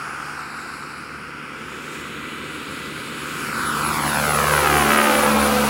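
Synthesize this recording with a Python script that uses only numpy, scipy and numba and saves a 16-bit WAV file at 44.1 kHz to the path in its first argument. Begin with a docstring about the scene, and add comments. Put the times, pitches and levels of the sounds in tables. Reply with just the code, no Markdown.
"""Tandem-rotor model helicopter, turn and flyover

A large turbine model turns some 60 m out over a grass field, then flies in, pulls up and passes overhead at about 9 m.
Blade harmonics thump and drone, gated noise rushes and swishes, and pulses slap as blades cut vortices.
The turbine is shaped noise, from roar to sizzle, with a compressor whistle and faint gear tones.
At a microphone 1.5 m up, all but the sizzle and gears arrive direct and off the grass: notches sweep down in the climb."""
import sys
import numpy as np
from scipy import signal
from scipy.fft import rfft, irfft
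from scipy.io import wavfile
from scipy.ndimage import uniform_filter1d, map_coordinates
from numba import njit

SR = 44100
rng = np.random.default_rng(int(sys.argv[2]) if len(sys.argv) > 2 else 0)


def output_pcm(signal):
    """Save a mono or channel-first signal as 16-bit PCM at the path in sys.argv[1].

    Samples are clipped to [-1, 1] before scaling.
    """
    pcm = np.clip(np.atleast_2d(signal).T, -1, 1) * 32767
    wavfile.write(sys.argv[1], SR, np.round(pcm).astype(np.int16))


N = 250929
TIME = np.arange(N) / SR   # s

# Flight path, distance from the microphone: t/s, r/m
DISTANCE = [(0, 54), (1.2, 62), (2.1, 41), (3.15, 37.3), (3.7, 22.7), (4.2, 14), (4.6, 10.35), (5.1, 8.6),
            (5.69, 11.4)]
# Flight path, angle above the horizon: t/s, elevation/degrees
ELEVATION = [(0, 1.75), (.25, 1.78), (.5, 2.08), (1.1, 1.93), (2.1, 1.32), (3.05, 1.05), (3.3, 1.27),
             (3.5, 1.85), (3.7, 2.9), (4, 5.25), (4.2, 7.3), (4.5, 11.7), (4.95, 20.3), (5.5, 26.5),
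             (5.69, 26.7)]
# Compressor whistle as heard, Doppler shift included; it sets the pace of the whole drive: t/s, f/Hz
WHISTLE_PITCH = [(0, 10014), (0.4, 10091), (0.8, 10143), (1.25, 10180), (1.7, 10242), (2.2, 10197),
                 (2.8, 10162), (3.3, 10183), (3.65, 10195), (4, 10153), (4.25, 10126), (4.5, 10061),
                 (5, 9927), (5.35, 9834), (5.69, 9762)]
# Harmonics of the blade loading: multiple of the blade rate, relative level/dB
THUMP_HARMONICS = [(1, -6), (2, 2), (3, -0.5)]
DRONE_HARMONICS = [(3, 1), (4, -7), (5, -10), (6, -4), (7, 1), (8, -5), (9, -5), (10, -9), (11, -4),
                   (12, -3), (13, -4), (14, -5), (15, -9), (16, -10), (17, -7), (18, -9), (19, -15),
                   (20, -17), (21, -19)]
# Gear meshes: multiple of the blade rate, relative level/dB
GEAR_MESHES = [(26.69, -1), (30.94, -3), (39.96, -3), (88.8, -15.5), (111.2, -11.5)]
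# Vortex crossings within one blade pass: share of the pass, relative level/dB
CROSSINGS = [(0, 0), (.47, -13), (.78, -12)]
# Colours of the rotor noise: f/Hz, relative density/dB per Hz
RUSH_SPECTRUM = [(20, -48), (38, -69), (55, -25), (110, -9), (200, -0.5), (290, 5), (420, 3), (530, 5.5),
                 (620, -7.5), (900, -34)]
WASH_SPECTRUM = [(400, -41), (560, -12), (700, 4.5), (900, 5.5), (1100, -8), (1500, -42)]
SWISH_SPECTRUM = [(650, -29), (900, -4.5), (1100, 0), (1350, 5), (1550, 1), (1800, -14), (2300, -18),
                  (2800, -19), (4500, -48)]
# Colours of the turbine noise: f/Hz, relative density/dB per Hz
ROAR_SPECTRUM = [(1300, -5.5), (2000, -1.5), (2450, 2), (3000, -4), (3700, -4.5), (5000, -11), (5700, -16),
                 (6500, -43)]
HISS_SPECTRUM = [(3500, -1.5), (4300, 3.5), (5400, 1.5), (6100, 2.5), (6900, 2), (8200, 0), (9500, -5),
                 (11500, -7), (15000, -43)]
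SIZZLE_SPECTRUM = [(6000, -26), (9000, -4.5), (11500, -3.5), (13000, -4.5), (15500, -3.5), (18000, -7.5)]
# Swish, following the load on the blades, before its fixed offset: t/s, level/dB
SWISH_LEVEL = [(0.0, -31), (0.17, -32), (1.06, -37), (3.06, -36), (3.55, -28.5), (3.58, -25), (4.15, -23.5),
               (4.56, -19), (4.82, -18.5), (4.96, -16), (5.29, -20.5), (5.69, -24.5)]
# Treble, wavering on its way over the field, before the hiss and sizzle offsets: t/s, level/dB
TREBLE_LEVEL = [(0.0, -48.5), (0.13, -50), (0.4, -48), (0.54, -51.5), (0.6, -47.5), (1.38, -59),
                (1.96, -46.5), (2.16, -53), (3.12, -47), (3.34, -42.5), (3.49, -42.5), (3.56, -41),
                (4.52, -34.5), (5.64, -36), (5.69, -37)]
# Whistle, beamed from the intake and bent by the air, before its slow throb: t/s, level/dB
WHISTLE_LEVEL = [(0, -51), (.35, -61), (.72, -55), (1.8, -65), (2.3, -56.5), (3.4, -49), (3.65, -39),
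                 (4.2, -33.5), (4.7, -33), (5.3, -31.5), (5.69, -39)]

WHISTLE_PER_BLADE = 136.4   # whistle cycles per blade pass
HARDEST_SLAP_S = 4.9735
REFERENCE_M = 9   # distance at which the fixed levels hold, about the closest point
MIC_HEIGHT_M, SOUND_M_PER_S = 1.5, 343


def rotor_thump(blades):
    """Blade loading radiates in the plane of the rotors, so it dips as their underside faces the listener."""
    cruise_db, underside_dip_db = -12, 11
    level_db = at_distance(-26.5, loss_db=3.17) + cruise_db * cruising()
    level_db -= underside_dip_db * bell(centre_s=5.09, width_s=0.15)
    thump = partials(blades, THUMP_HARMONICS, waver_db=2.0, wander=0.37)
    return at_level(over_grass(thump, blur=0), level_db)


def rotor_drone(blades):
    """Higher harmonics of the blade loading, beamed downwards."""
    drone = partials(blades, DRONE_HARMONICS, waver_db=2.4, wander=0.5)
    return at_level(over_grass(drone, bass_share=1.0, treble_share=0.077, blur=0), drone_level())


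def wake_slaps(blades):
    """Blades cutting tip vortices: direct pulses and their ground echo."""
    slap_db = slap_level()
    pulses = harden(slap_pulses(blades), slap_db)
    return at_level(over_grass(pulses, bass_share=0.7, treble_share=0.7, blur=0.008), slap_db)


def slap_pulses(blades, spread_db=3.9, ring_hz=1250, low_hz=720, bright_hz=1300, top_hz=3100):
    """A sharp pressure pulse for each vortex crossing; the tones around ring_hz arrive late."""
    clicks = np.zeros(N)
    for share, db in CROSSINGS:
        passes = np.floor(blades - share + 0.002 * drift(12))   # slightly uneven timing
        at = np.flatnonzero(np.diff(passes))
        clicks[at] -= from_db(db + rng.uniform(-spread_db, spread_db, len(at)))
    pulse = signal.sosfilt(signal.butter(2, low_hz, "high", fs=SR, output="sos"), clicks + 1e-18)
    pulse = signal.sosfilt(signal.butter(1, bright_hz, fs=SR, output="sos"), pulse)
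    pulse = signal.sosfilt(signal.butter(6, top_hz, fs=SR, output="sos"), pulse)
    pulse = pulse + 0.8 * signal.lfilter(*signal.iirpeak(ring_hz, 2, fs=SR), pulse)
    poles = signal.iirpeak(ring_hz, 0.8, fs=SR)[1]
    return signal.lfilter(poles[::-1], poles, pulse)   # an allpass holds back the middle register


def harden(pulses, slap_db, full_db=-18, dull_hz=1800):
    """A gentle slap is dull; only a hard one gets its full crack."""
    dull = signal.sosfiltfilt(signal.butter(2, dull_hz, fs=SR, output="sos"), pulses)
    crack = np.clip(from_db(slap_db - full_db), 0.3, 1)
    return dull + crack * (pulses - dull)


def wake_rush(blades):
    """Low turbulence of the wake, swelling gently with each blade."""
    level_db = at_distance(-26.5, loss_db=4.75) - 4.5 * tail_on()
    rush = noise(RUSH_SPECTRUM) * blade_gate(blades, depth=0.26, sharpness=1.3)
    return at_level(over_grass(rush), level_db)


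def wash_and_swish(blades):
    """Downwash turbulence and blade-tip noise, less what the tips give to slaps and drone."""
    wash_db = at_distance(-21, loss_db=12.3) + beamed_down(1.5) + 15.5 * tail_on()
    wash = noise(WASH_SPECTRUM) * blade_gate(blades, depth=1.0, sharpness=8.9)
    wash = at_level(over_grass(wash, bass_share=0.23), wash_db)

    swish_db = in_time(SWISH_LEVEL) + 0.5
    swish = noise(SWISH_SPECTRUM) * blade_gate(blades, depth=0.19, sharpness=3.3)
    swish = at_level(over_grass(swish, bass_share=0.58, treble_share=0.34), swish_db)

    slap_power = from_db(slap_level() - swish_db) ** 2
    drone_power = from_db(drone_level() - swish_db) ** 2
    pulsed = uniform_filter1d(slap_power + 0.3 * drone_power, size=6001)
    return np.sqrt(np.clip(1 - pulsed, 0.1, 1)) * (wash + swish)


def jet_roar():
    """Lower jet noise; tail-on and head-on it is one small source, so its ground notches are deeper."""
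    level_db = at_distance(-26, loss_db=5.45)
    head_on = 0.5 * bell(centre_s=3.85, width_s=0.4)
    roar = over_grass(noise(ROAR_SPECTRUM), treble_share=0.65, blur=0.015, focus=jet_focus() + head_on)
    slap_power = from_db(slap_level() - level_db) ** 2
    left = np.sqrt(np.clip(1 - 0.13 * slap_power, 0.35, 1))   # slaps take over this register
    return left * at_level(roar, level_db)


def jet_treble():
    """Hiss and sizzle of the jet, wavering in gusty air; distance dulls the sizzle most."""
    hiss_offset_db, sizzle_offset_db, air_loss_db_per_m = 4.5, 5, 0.33
    treble_db = in_time(TREBLE_LEVEL)
    hiss = over_grass(noise(HISS_SPECTRUM), bass_share=0.41, treble_share=0.033, grass_hz=3930,
                      blur=0.027, focus=jet_focus())
    hiss = at_level(low_sky_hollow(hiss), treble_db + hiss_offset_db)
    air_loss_db = air_loss_db_per_m * (in_time(DISTANCE) - REFERENCE_M)
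    sizzle = at_level(noise(SIZZLE_SPECTRUM), treble_db + sizzle_offset_db - air_loss_db)
    shimmer = from_db(0.66 * drift(11.5))
    return shimmer * (hiss + sizzle)


def low_sky_hollow(x, hollow_hz=6080, hollow_q=6, depth=0.68):
    """Low over the horizon the hiss has a narrow hollow, which fills as the helicopter rises."""
    hollow = np.interp(echo_lag_ms(), [0.34, 2.04], [depth, 0])
    return x - hollow * signal.lfilter(*signal.iirpeak(hollow_hz, hollow_q, fs=SR), x)


def compressor_whistle(blades):
    """One tone locked to the drive, throbbing slowly in level."""
    throb_hz, throb_db, throb_peak_s = 4.5, 3.5, 3.66
    throb = throb_db * np.cos(2 * np.pi * throb_hz * (TIME - throb_peak_s))
    whistle = partials(blades, [(WHISTLE_PER_BLADE, 0)], waver_db=1.5, wander=0.4)
    return at_level(over_grass(whistle, treble_share=0.6, blur=0.005), in_time(WHISTLE_LEVEL) + throb)


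def gear_song(blades):
    """Faint tones of the meshing teeth, weakest from behind."""
    level_db = at_distance(-42, loss_db=2.65) - 17 * tail_on()
    return from_db(level_db) * partials(blades, GEAR_MESHES, waver_db=2.5, wander=0.91)


def slap_level():
    """Slaps in dB: they build as the pull-up drives blades into the other rotor's wake, bite, then die away."""
    cruise_db, pull_end_s, release_db_per_s = -9.5, 5.01, 16.5
    bite = 2.5 * bell(HARDEST_SLAP_S, width_s=0.046)
    release = release_db_per_s * np.maximum(TIME - pull_end_s, 0)
    return at_distance(-18, loss_db=7.7) + cruise_db * cruising() + bite - release


def drone_level():
    """Drone in dB, from distance and downward beaming."""
    return at_distance(-19, loss_db=14.4) + beamed_down(5.5)


def jet_focus():
    """How far the jet acts as one small source when seen from behind."""
    return 0.31 * tail_on()


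def cruising(pull_start_s=3.39, attack_s=0.4):
    """1 in level flight, falling towards 0 as the pull-up loads the blades."""
    return np.exp(-np.maximum(TIME - pull_start_s, 0) / attack_s)


def tail_on(turn_start_s=0.36, turn_end_s=2.24):
    """1 while the tail faces the listener, 0 once the far turn is done."""
    return np.interp(TIME, [turn_start_s, turn_end_s], [1, 0])


def at_distance(reference_db, loss_db):
    """Level in dB along the flight path; loss_db is lost per doubling of distance."""
    return reference_db - loss_db * np.log2(np.maximum(in_time(DISTANCE), 1) / REFERENCE_M)


def beamed_down(db_per_doubling):
    """Level in dB of a sound sent downwards, by doublings of elevation; 0 at the highest angle."""
    degrees = in_time(ELEVATION)
    return db_per_doubling * np.log2(degrees / degrees.max())


def partials(turns, orders, waver_db, wander):
    """Multiples of a rotation, each wavering in level and phase in the moving air."""
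    total = np.zeros(N)
    for order, db in orders:
        gain = from_db(db + waver_db * drift(4.7))
        phase = 2 * np.pi * (order * turns + rng.random()) + wander * drift(1.88)
        total += gain * np.sin(phase)
    return total * np.sqrt(2)


def blade_gate(blades, depth, sharpness):
    """Noise swells each time a blade swings towards the listener."""
    return 1 + depth * ((1 + np.cos(2 * np.pi * blades)) / 2) ** sharpness


def noise(spectrum):
    """Turbulence with a given colour, unit power."""
    hz, db = np.transpose(spectrum)
    bins_hz = np.arange(N + 1) * SR / (2 * N)
    colour = np.interp(np.log(bins_hz + 1), np.log(hz), db)
    return rms_one(irfft(rfft(rng.standard_normal(2 * N)) * from_db(colour))[:N])


def over_grass(x, bass_share=0.67, treble_share=0.17, grass_hz=2200, blur=0.05, turn_hz_per_ms=1650, focus=0):
    """Direct sound plus ground reflection; the flatter the angle, the lower soft ground starts to invert it."""
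    lag_ms = echo_lag_ms()
    corner = np.tan(np.pi * np.minimum(turn_hz_per_ms * lag_ms, SR / 4) / SR)
    bounced = turn_phase(x, (1 - corner) / (1 + corner))
    bass = signal.sosfiltfilt(signal.butter(1, grass_hz, fs=SR, output="sos"), bounced)
    softened = bass_share * bass + treble_share * (bounced - bass)
    bounced = softened + focus * (bounced - softened)
    lag_ms = lag_ms * (1 + blur * drift(19))   # a long body has many paths, which smear the high notches
    return x + map_coordinates(bounced, [np.arange(N) - lag_ms * SR / 1000], order=3)


@njit
def turn_phase(x, pole):
    """A moving allpass: bass keeps its sign, treble is inverted."""
    y = np.zeros(len(x))
    for i in range(1, len(x)):
        y[i] = pole[i] * (y[i - 1] - x[i]) + x[i - 1]
    return y


def echo_lag_ms():
    """Extra travel time of the ground reflection, from elevation and microphone height."""
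    extra_m = 2 * MIC_HEIGHT_M * np.sin(np.radians(in_time(ELEVATION)))
    return 1000 * extra_m / SOUND_M_PER_S


def drift(rate_hz):
    """Slow chance with spread 1, drawn at every 40th sample and interpolated."""
    pole = np.exp(-2 * np.pi * rate_hz * 40 / SR)
    steps = rng.standard_normal(N // 40 + 2002)
    slow = signal.lfilter([1], [1, -2 * pole, pole * pole], steps)[2000:]   # skip the settling
    return np.interp(np.arange(N) / 40, np.arange(len(slow)), rms_one(slow))


def at_level(x, db):
    """Even out the slow loudness of a sound, then give it a level."""
    return from_db(db) * x / np.sqrt(uniform_filter1d(x ** 2, size=8001) + 1e-12)


def in_time(rows):
    """A two-column curve at every sample."""
    s, values = np.transpose(rows)
    return np.interp(TIME, s, values)


def bell(centre_s, width_s):
    """A smooth bump of height 1."""
    return np.exp(-((TIME - centre_s) / width_s) ** 2)


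def from_db(db):
    """Decibels to gain."""
    return 10 ** (np.asarray(db) / 20)


def rms_one(x):
    """Scale to unit power."""
    return x / np.sqrt(np.mean(x ** 2) + 1e-20)


def scene():
    """Rotors, whistle and gears run on one drive; the jet noise joins them."""
    blades = np.cumsum(in_time(WHISTLE_PITCH) / WHISTLE_PER_BLADE) / SR
    blades = blades - np.interp(HARDEST_SLAP_S, TIME, blades)   # blade passes, 0 at the hardest slap
    rotors = rotor_thump(blades) + rotor_drone(blades) + wake_slaps(blades)
    rotors = rotors + wake_rush(blades) + wash_and_swish(blades)
    turbine = jet_roar() + jet_treble() + compressor_whistle(blades) + gear_song(blades)
    return (rotors + turbine)[None]


def record(dry):
    """The deep bass is rolled off, the highest peaks are rounded and the top is cut steeply."""
    low_cut_hz, top_cut_hz, ceiling = 48, 15800, 1.2
    dry = signal.sosfilt(signal.butter(4, low_cut_hz, "high", fs=SR, output="sos"), dry)
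    rounded = ceiling * np.tanh(dry / ceiling)
    return signal.sosfilt(signal.ellip(12, 0.1, 90, top_cut_hz, fs=SR, output="sos"), rounded)


dry = scene()
out = record(dry)
output_pcm(out)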